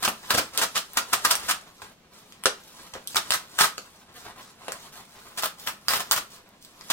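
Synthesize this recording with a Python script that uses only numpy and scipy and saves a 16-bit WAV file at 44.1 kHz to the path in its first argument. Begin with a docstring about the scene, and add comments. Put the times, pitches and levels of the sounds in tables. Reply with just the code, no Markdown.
"""Tearing open a cardboard package

Hands tear open a small box close to a microphone pair in a small room. Each tug is a short rip:
breaking fibres ring the card. Creases snap and a stiff flap pops loose. Between tugs the fingers
rub the card and crinkle the wrapping over a faint room rumble."""
import sys
import numpy as np
from scipy import signal
from scipy.fft import rfft, irfft, next_fast_len
from scipy.io import wavfile
from scipy.ndimage import map_coordinates

SR = 44100
rng = np.random.default_rng(int(sys.argv[2]) if len(sys.argv) > 2 else 0)


def digitize_waveform(pressure):
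    """Quantize a signal to 16-bit integers and store it at the path in sys.argv[1].

    Rows of a 2-D input are taken as channels; values are limited to [-1, 1].
    """
    field = np.atleast_2d(pressure).T
    bounded = np.clip(field, -1, 1)
    quanta = np.round(bounded * 32767).astype(np.int16)
    wavfile.write(sys.argv[1], SR, quanta)


N = 305266
SIZE = 16384  # samples per event
HZ = np.fft.rfftfreq(SIZE, 1 / SR)
T = np.arange(SIZE) / SR

# Event levels are relative within each layer.
# room rumble spectrum: f/Hz, level/dB
RUMBLE_SPECTRUM = [(20, -10), (50, -10.5), (100, -8.5), (205, -0.5), (300, -8), (700, -11), (1200, -23),
                   (2400, -17), (7500, -27), (16000, -42)]
# sliding finger spectrum: f/Hz, level/dB
RUB_SPECTRUM = [(100, -10), (250, -7.5), (500, -2), (1200, -0.5), (2200, -7), (4000, -11), (16000, -36)]
# thin wrapping spectrum: f/Hz, level/dB
WRAPPING_SPECTRUM = [(600, -7.5), (2000, -10.5), (3500, 3.5), (6000, 1.5), (8500, -0.5), (11000, -5),
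                     (16000, -11)]
# finger slides to a new hold: t/s, length/s, rub/dB, crinkle/dB
SLIDES = [(0.226, 0.022, -50, -53), (1.37, 0.1, -45, -44.5), (1.66, 0.03, -55, -65),
          (1.814, 0.015, -45, -50.5), (2.108, 0.094, -60, -58), (2.66, 0.037, -67, -53.5),
          (2.732, 0.14, -56, -54), (2.933, 0.016, -41.5, -53), (3.093, 0.041, -58, -44.5),
          (3.225, 0.14, -50, -48), (3.75, 0.12, -58, -57.5), (4.138, 0.13, -54.5, -54.5),
          (4.245, 0.04, -44.5, -61), (4.352, 0.069, -52.5, -65), (4.592, 0.15, -49.5, -70),
          (4.72, 0.15, -54, -54), (4.915, 0.087, -50, -52), (5.11, 0.19, -53.5, -59.5),
          (5.566, 0.13, -55.5, -50.5), (6.293, 0.052, -53, -53), (6.605, 0.054, -65, -57.5)]
# hands still: t/s, length/s
RESTS = [(1.934, 0.18), (2.362, 0.065), (4.027, 0.091), (4.31, 0.055), (4.534, 0.064), (5.747, 0.11),
         (6.395, 0.23)]
# tugs: t/s, length/s, level/dB, hollow/dB, card ring/dB
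TUGS = [(0.018, 0.013, -24.5, -3, -0.5), (0.043, 0.013, -20.5, -8.5, -1.5), (0.074, 0.014, -24, 9.5, 8),
        (0.301, 0.015, -20.5, -0.5, 3), (0.337, 0.013, -20, 4.5, -4), (0.3723, 0.013, -17.5, 1, -1),
        (0.533, 0.051, -40.5, -2, -2), (0.581, 0.017, -24.5, -2.5, -2.5), (0.613, 0.024, -21, -4, -1.5),
        (0.753, 0.023, -22.5, -7, -2.5), (0.968, 0.016, -19, -4.5, 1), (1.128, 0.01, -16, -4.5, 0.5),
        (1.247, 0.0074, -14, -5, 1.5), (1.279, 0.061, -32, -4, 2), (1.306, 0.011, -15.5, -10.5, -2),
        (1.483, 0.028, -21.5, -8.5, 0.5), (3.155, 0.024, -23.5, -6, 0), (3.324, 0.021, -22.5, -8, 2.5),
        (3.585, 0.067, -19, -8, 1.5), (5.373, 0.02, -29.5, -7.5, -3.5), (5.42, 0.04, -28.5, -6, 0.5),
        (5.665, 0.026, -31, 0, 4), (5.889, 0.033, -26, -5, 1), (5.924, 0.046, -26.5, -2.5, 0.5),
        (5.995, 0.016, -29, -2, -1), (6.111, 0.027, -24, -12, 4), (6.158, 0.024, -26.5, -4, -0.5),
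        (6.901, 0.016, -21, -7.5, -5.5)]
# torn card spectrum: f/Hz, level/dB
CARD_SPECTRUM = [(20, -32), (50, -25.5), (200, -11.5), (300, -10), (550, -4.5), (780, -5), (1270, -4),
                 (1700, -4), (2200, -9), (3000, -7), (7200, -12), (8400, -15), (10000, -17), (15500, -24.5)]
# box panel resonances: f/Hz, width/Hz, level/dB
PANEL_MODES = [(640, 77, -14.5), (965, 50, -37), (1287, 150, -2), (5150, 950, -11), (8500, 350, 0.5)]
# creases and glue spots: t/s, level/dB, body/dB, sizzle/dB
SNAPS = [(0.078, -17, 2, -29), (0.3056, -15, -2, -12), (0.5761, -14, -24, 2.5), (0.934, -36.5, -14, 18),
         (1.354, -18, -15, 10.5), (2.3233, -40, -8, -2), (2.4374, -27, -5, 12), (3.074, -25, -46, 9),
         (3.1463, -28, 2, 2), (3.1681, -13, -9, 0), (3.3063, -12.5, -3, 4.5), (3.321, -15, -17, -11),
         (3.61, -11.5, -5, -8), (3.7807, -25.5, 3, -8), (4.721, -24.5, -1.5, 6.5), (5.4349, -18, -2.5, -9),
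         (5.6738, -20, -8.5, -32), (5.8836, -12, -13, -6.5), (5.9362, -18.5, 3, -10),
         (6.1122, -11, -12.5, -4), (6.12, -15.5, -12, 10), (6.649, -41, -16, 7), (6.811, -36.5, -4, -7),
         (6.9077, -23.5, 0, 16)]
# flap springs free or knocks: t/s, level/dB, brightness/dB
FLAP_POPS = [(1.819, -33.5, -4), (2.457, -7.5, -0.5), (2.4575, -15, 15), (2.4642, -28.5, -2),
             (2.4673, -20, -2), (2.938, -33, 7.5), (2.953, -30, -19), (4.6827, -23, -9)]
# flap spectrum: f/Hz, level/dB
FLAP_SPECTRUM = [(40, -37), (180, -16), (330, -6), (510, 4.5), (760, 1), (1200, -4.5), (1550, 5),
                 (2100, -6.5), (2800, -1.5), (4200, -5), (8000, -9), (10500, -12.5), (13000, -23),
                 (16000, -29)]
# top treble boost as the package is lifted: t/s, gain/dB
LIFT_GAIN = [(4.7, 4.5), (5.4, 9.5), (6.9, 4.5)]
# room decay: f/Hz, T60/s
ROOM_T60 = [(150, 0.35), (500, 0.21), (1300, 0.25), (4000, 0.23), (9000, 0.2), (16000, 0.16)]
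# microphone balance: f/Hz, left minus right/dB
MIC_BALANCE = [(100, 2.2), (600, 0.6), (1400, 0), (2800, -1.3), (5500, -1), (10000, 1.5), (14000, 1.5)]


def amp(db):
    """Decibels to gain."""
    return 10 ** (np.asarray(db) / 20)


def unit(x):
    """Scale to rms 1."""
    return x / np.sqrt(np.mean(np.abs(x) ** 2) + 1e-20)


def along(points, hz):
    """Interpolate (f/Hz, value) points on a log axis."""
    f, v = np.transpose(points)
    return np.interp(np.log(hz + 1), np.log(f + 1), v)


def wobble(rate_hz, size):
    """Smooth random curve, rate_hz knots a second."""
    knots = rng.standard_normal(int(size * rate_hz / SR) + 4)
    return map_coordinates(knots, [np.arange(size) * rate_hz / SR], order=2)


def filtered(x, response):
    """Apply a frequency response."""
    m = next_fast_len(N + SIZE)
    return irfft(rfft(x, m) * response(np.fft.rfftfreq(m, 1 / SR)), m)[..., :N]


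def shaped(x, spectrum):
    """Filter by a spectrum table, rms 1."""
    return unit(filtered(x, lambda hz: amp(along(spectrum, hz))))


def causal(gain):
    """Minimum-phase response: rings only after its cause."""
    cepstrum = irfft(np.log(np.maximum(gain, 1e-6)))
    cepstrum[1:SIZE // 2] *= 2
    cepstrum[SIZE // 2 + 1:] = 0
    return np.exp(rfft(cepstrum))


def add(track, at_s, sound):
    """Mix a sound in."""
    part = track[:, max(round(at_s * SR), 0):][:, :SIZE]
    part += sound[:, :part.shape[1]]


def diffuse(size, alike_hz=900):
    """Noise from all sides: the microphones agree only on long waves."""
    a, b = rfft(rng.standard_normal((2, size)))
    coherence = 0.98 * np.exp(-(np.fft.rfftfreq(size, 1 / SR) / alike_hz) ** 2)
    turn = np.arccos(coherence) / 2
    mid, side = np.cos(turn) * a, np.sin(turn) * b
    return irfft([mid + side, mid - side], size)


def walls(near_db=7, near_decay_s=0.0068, build_s=0.003):
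    """Stereo echo response: hands and desk scatter at once, then the room decays."""
    hz, t, bands = signal.stft(diffuse(SIZE * 3 // 4), SR, nperseg=256)
    decay = amp(-60 * t / along(ROOM_T60, hz)[:, None])
    tail = signal.istft(bands * decay, SR, nperseg=256)[1]
    t = T[:tail.shape[1]]
    onset = 1 - np.exp(-t / build_s)
    scatter = 1 + amp(near_db) * np.exp(-t / near_decay_s)
    return unit(rfft(tail * onset * scatter, SIZE))


def paths(room, wet_db, lag_ms=0.11, wander_ms=0.03, desk_ms=0.885, desk_db=-11, steady_db=-5):
    """Direct sound, left first; desk reflection; wall echoes that shift as the hands move."""
    lag_s = (lag_ms + wander_ms * rng.standard_normal()) / 1000
    bounce_s = desk_ms * np.exp(rng.normal(0, .25)) / 1000
    direct = np.exp(-2j * np.pi * HZ * np.array([[0], [lag_s]]))
    desk = 1 + amp(desk_db) * np.exp(-2j * np.pi * HZ * bounce_s)
    steady = amp(steady_db) * np.sqrt(1500 / (HZ + 200))  # long waves barely notice a move
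    echoes = (steady * room + walls()) / np.sqrt(1 + steady ** 2)
    return unit(direct * desk) + amp(wet_db) * echoes


def rumble(level_db=-59):
    """Steady diffuse room background."""
    return amp(level_db) * shaped(diffuse(next_fast_len(N)), RUMBLE_SPECTRUM)


def fibres(size, rate_hz, spread_db):
    """Tiny breaks at random moments, a few much larger than the rest."""
    breaks = rng.random(size) < rate_hz / SR
    signs = rng.choice([-1, 1], size)
    return breaks * signs * amp(spread_db * np.clip(rng.standard_normal(size), -2, 2))


def effort(fidget_db=2.5, fidget_hz=7, rest_fade_s=0.043, tighten_s=0.055, settle_s=0.071,
           swell_share=0.22, release_s=0.028):
    """Rub and crinkle gains: light hold, flexing around tugs and finger slides add in power."""
    t = np.arange(N) / SR
    # rows: rub, crinkle
    hold_db, rest_db, flex_db = np.array([[[-60], [-60.5]], [[-3], [-9.5]], [[-29], [-28]]])
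    still = sum(np.clip(np.minimum(t - at_s, at_s + length_s - t) / rest_fade_s + .5, 0, 1)
                for at_s, length_s in RESTS)
    power = amp(hold_db + rest_db * still + fidget_db * wobble(fidget_hz, N)) ** 2
    for at_s, length_s, db, *_ in TUGS:
        tighten = np.exp(-np.maximum(at_s - t, 0) / tighten_s)
        settle = np.exp(-np.maximum(t - at_s - length_s, 0) / settle_s)
        power += (amp(db + flex_db) * tighten * settle) ** 2
    for at_s, length_s, rub_db, crinkle_db in SLIDES:
        swell = np.clip((t - at_s) / (swell_share * length_s), 0, 1)
        release = np.exp(-np.maximum(t - at_s - length_s, 0) / release_s)
        power += (amp([[rub_db], [crinkle_db]]) * swell * release) ** 2
    return np.sqrt(power)


def handling(room, uneven_db=2.8, crinkle_db=0.5, flicker_db=0.52, block=2048):
    """Fingers drag over the card while the wrapping ticks and hisses."""
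    rub, crinkle = effort()
    drag = fibres(N, rate_hz=3000, spread_db=4.5) * amp(uneven_db * wobble(45, N))
    hiss = unit(fibres(N, rate_hz=3800, spread_db=7.5))
    ticks = amp(-14.5) * unit(fibres(N, rate_hz=47, spread_db=17))
    crinkle *= amp(crinkle_db + flicker_db * wobble(46, N))
    rustle = rub * shaped(drag, RUB_SPECTRUM) + crinkle * shaped(hiss + ticks, WRAPPING_SPECTRUM)
    out = np.zeros((2, N))
    for i in range(0, N, block):  # moving hands: new paths per block
        add(out, i / SR, irfft(rfft(rustle[i:i + block], SIZE) * paths(room, wet_db=-1)))
    return out


def card(hollow_db, ring_db, sizzle_db):
    """Box response, energy 1; the grip sets how hollow or bright it is."""
    grip = [(500, hollow_db), (1100, ring_db), (1800, ring_db), (3000, 0), (5500, 0), (12500, sizzle_db)]
    panels = 1 + sum(amp(db) / (1 + (2 * (HZ - hz) / width_hz) ** 2) for hz, width_hz, db in PANEL_MODES)
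    return unit(causal(amp(along(CARD_SPECTRUM, HZ) + along(grip, HZ)) * panels))


def rips(room, lead_s=0.0013, swell_s=0.0047, release_s=0.0056, strain_s=0.006, strain_db=-15,
         slip_hz=350, slip_db=3, sizzle_db=3.5, gain_db=-1, spot_count=3):
    """A few fibres give under strain; then the tear sticks and slips, breaking clumps at several spots."""
    out = np.zeros((2, N))
    t = T - 4 * strain_s
    swell = np.clip((t + lead_s) / (swell_s + lead_s), 0, 1)
    strain = amp(strain_db) * np.exp(-np.abs(t) / strain_s)
    for at_s, length_s, db, hollow_db, ring_db in TUGS:
        release = np.exp(-np.maximum(t - length_s, 0) / release_s)
        pull = (swell + strain) * release * amp(slip_db * wobble(slip_hz, SIZE))
        spots = np.array([pull * fibres(SIZE, rate_hz=1700, spread_db=5) for _ in range(spot_count)])
        spots *= np.sqrt(length_s * SR) / np.linalg.norm(spots)
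        tear = sum(rfft(breaks) * paths(room, wet_db=0) for breaks in spots)
        ring = card(hollow_db, ring_db, ring_db + sizzle_db)
        add(out, at_s + t[0], amp(db + gain_db) * irfft(tear * ring))
    return out


def jolt(flutter_s, flutter_db):
    """Spectrum of a sheet that flips at once, then flutters briefly."""
    flutter = rng.standard_normal(SIZE) * np.exp(-T / flutter_s)
    return 1 + amp(flutter_db) * unit(rfft(flutter))


def snaps(room, ring_share=0.52, gain_db=19):
    """Creases flip and glue spots let go, each ringing the card once."""
    out = np.zeros((2, N))
    for at_s, db, body_db, sizzle_db in SNAPS:
        ring = card(body_db, ring_share * body_db, sizzle_db)
        snap = unit(jolt(flutter_s=0.00072, flutter_db=0) * ring)
        add(out, at_s, amp(db + gain_db) * irfft(snap * paths(room, wet_db=-2)))
    return out


def flap_pops(room, gain_db=19):
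    """The stiff flap springs free or knocks, lower and harder than a crease."""
    out = np.zeros((2, N))
    for at_s, db, bright_db in FLAP_POPS:
        tilt_db = along([(1000, 0), (6000, bright_db)], HZ)
        flap = causal(amp(along(FLAP_SPECTRUM, HZ) + tilt_db))
        pop = unit(jolt(flutter_s=0.0015, flutter_db=-5) * flap)
        add(out, at_s, amp(db + gain_db) * irfft(pop * paths(room, wet_db=-1)))
    return out


def lifted(x, edge_hz=12000):
    """The shortest waves leave the card in a beam; lifting turns it towards the microphones."""
    beam = filtered(x, lambda hz: (hz / edge_hz) ** 10 / (1 + (hz / edge_hz) ** 10))
    boost_db = np.interp(np.arange(N) / SR, *np.transpose(LIFT_GAIN))
    return x + (amp(boost_db) - 1) * beam


def scene():
    """All hand work in one room, over its rumble."""
    room = walls()
    return lifted(rips(room) + snaps(room) + flap_pops(room) + handling(room)) + rumble()


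def record(dry):
    """Two slightly unlike microphones, clipping at full scale, band limit."""
    top_hz = 16000
    sides = filtered(dry, lambda hz: amp(np.array([[.5], [-.5]]) * along(MIC_BALANCE, hz)))
    return filtered(np.clip(sides, -1, 1), lambda hz: 1 / (1 + (hz / top_hz) ** 120))


dry = scene()
out = record(dry)
digitize_waveform(out)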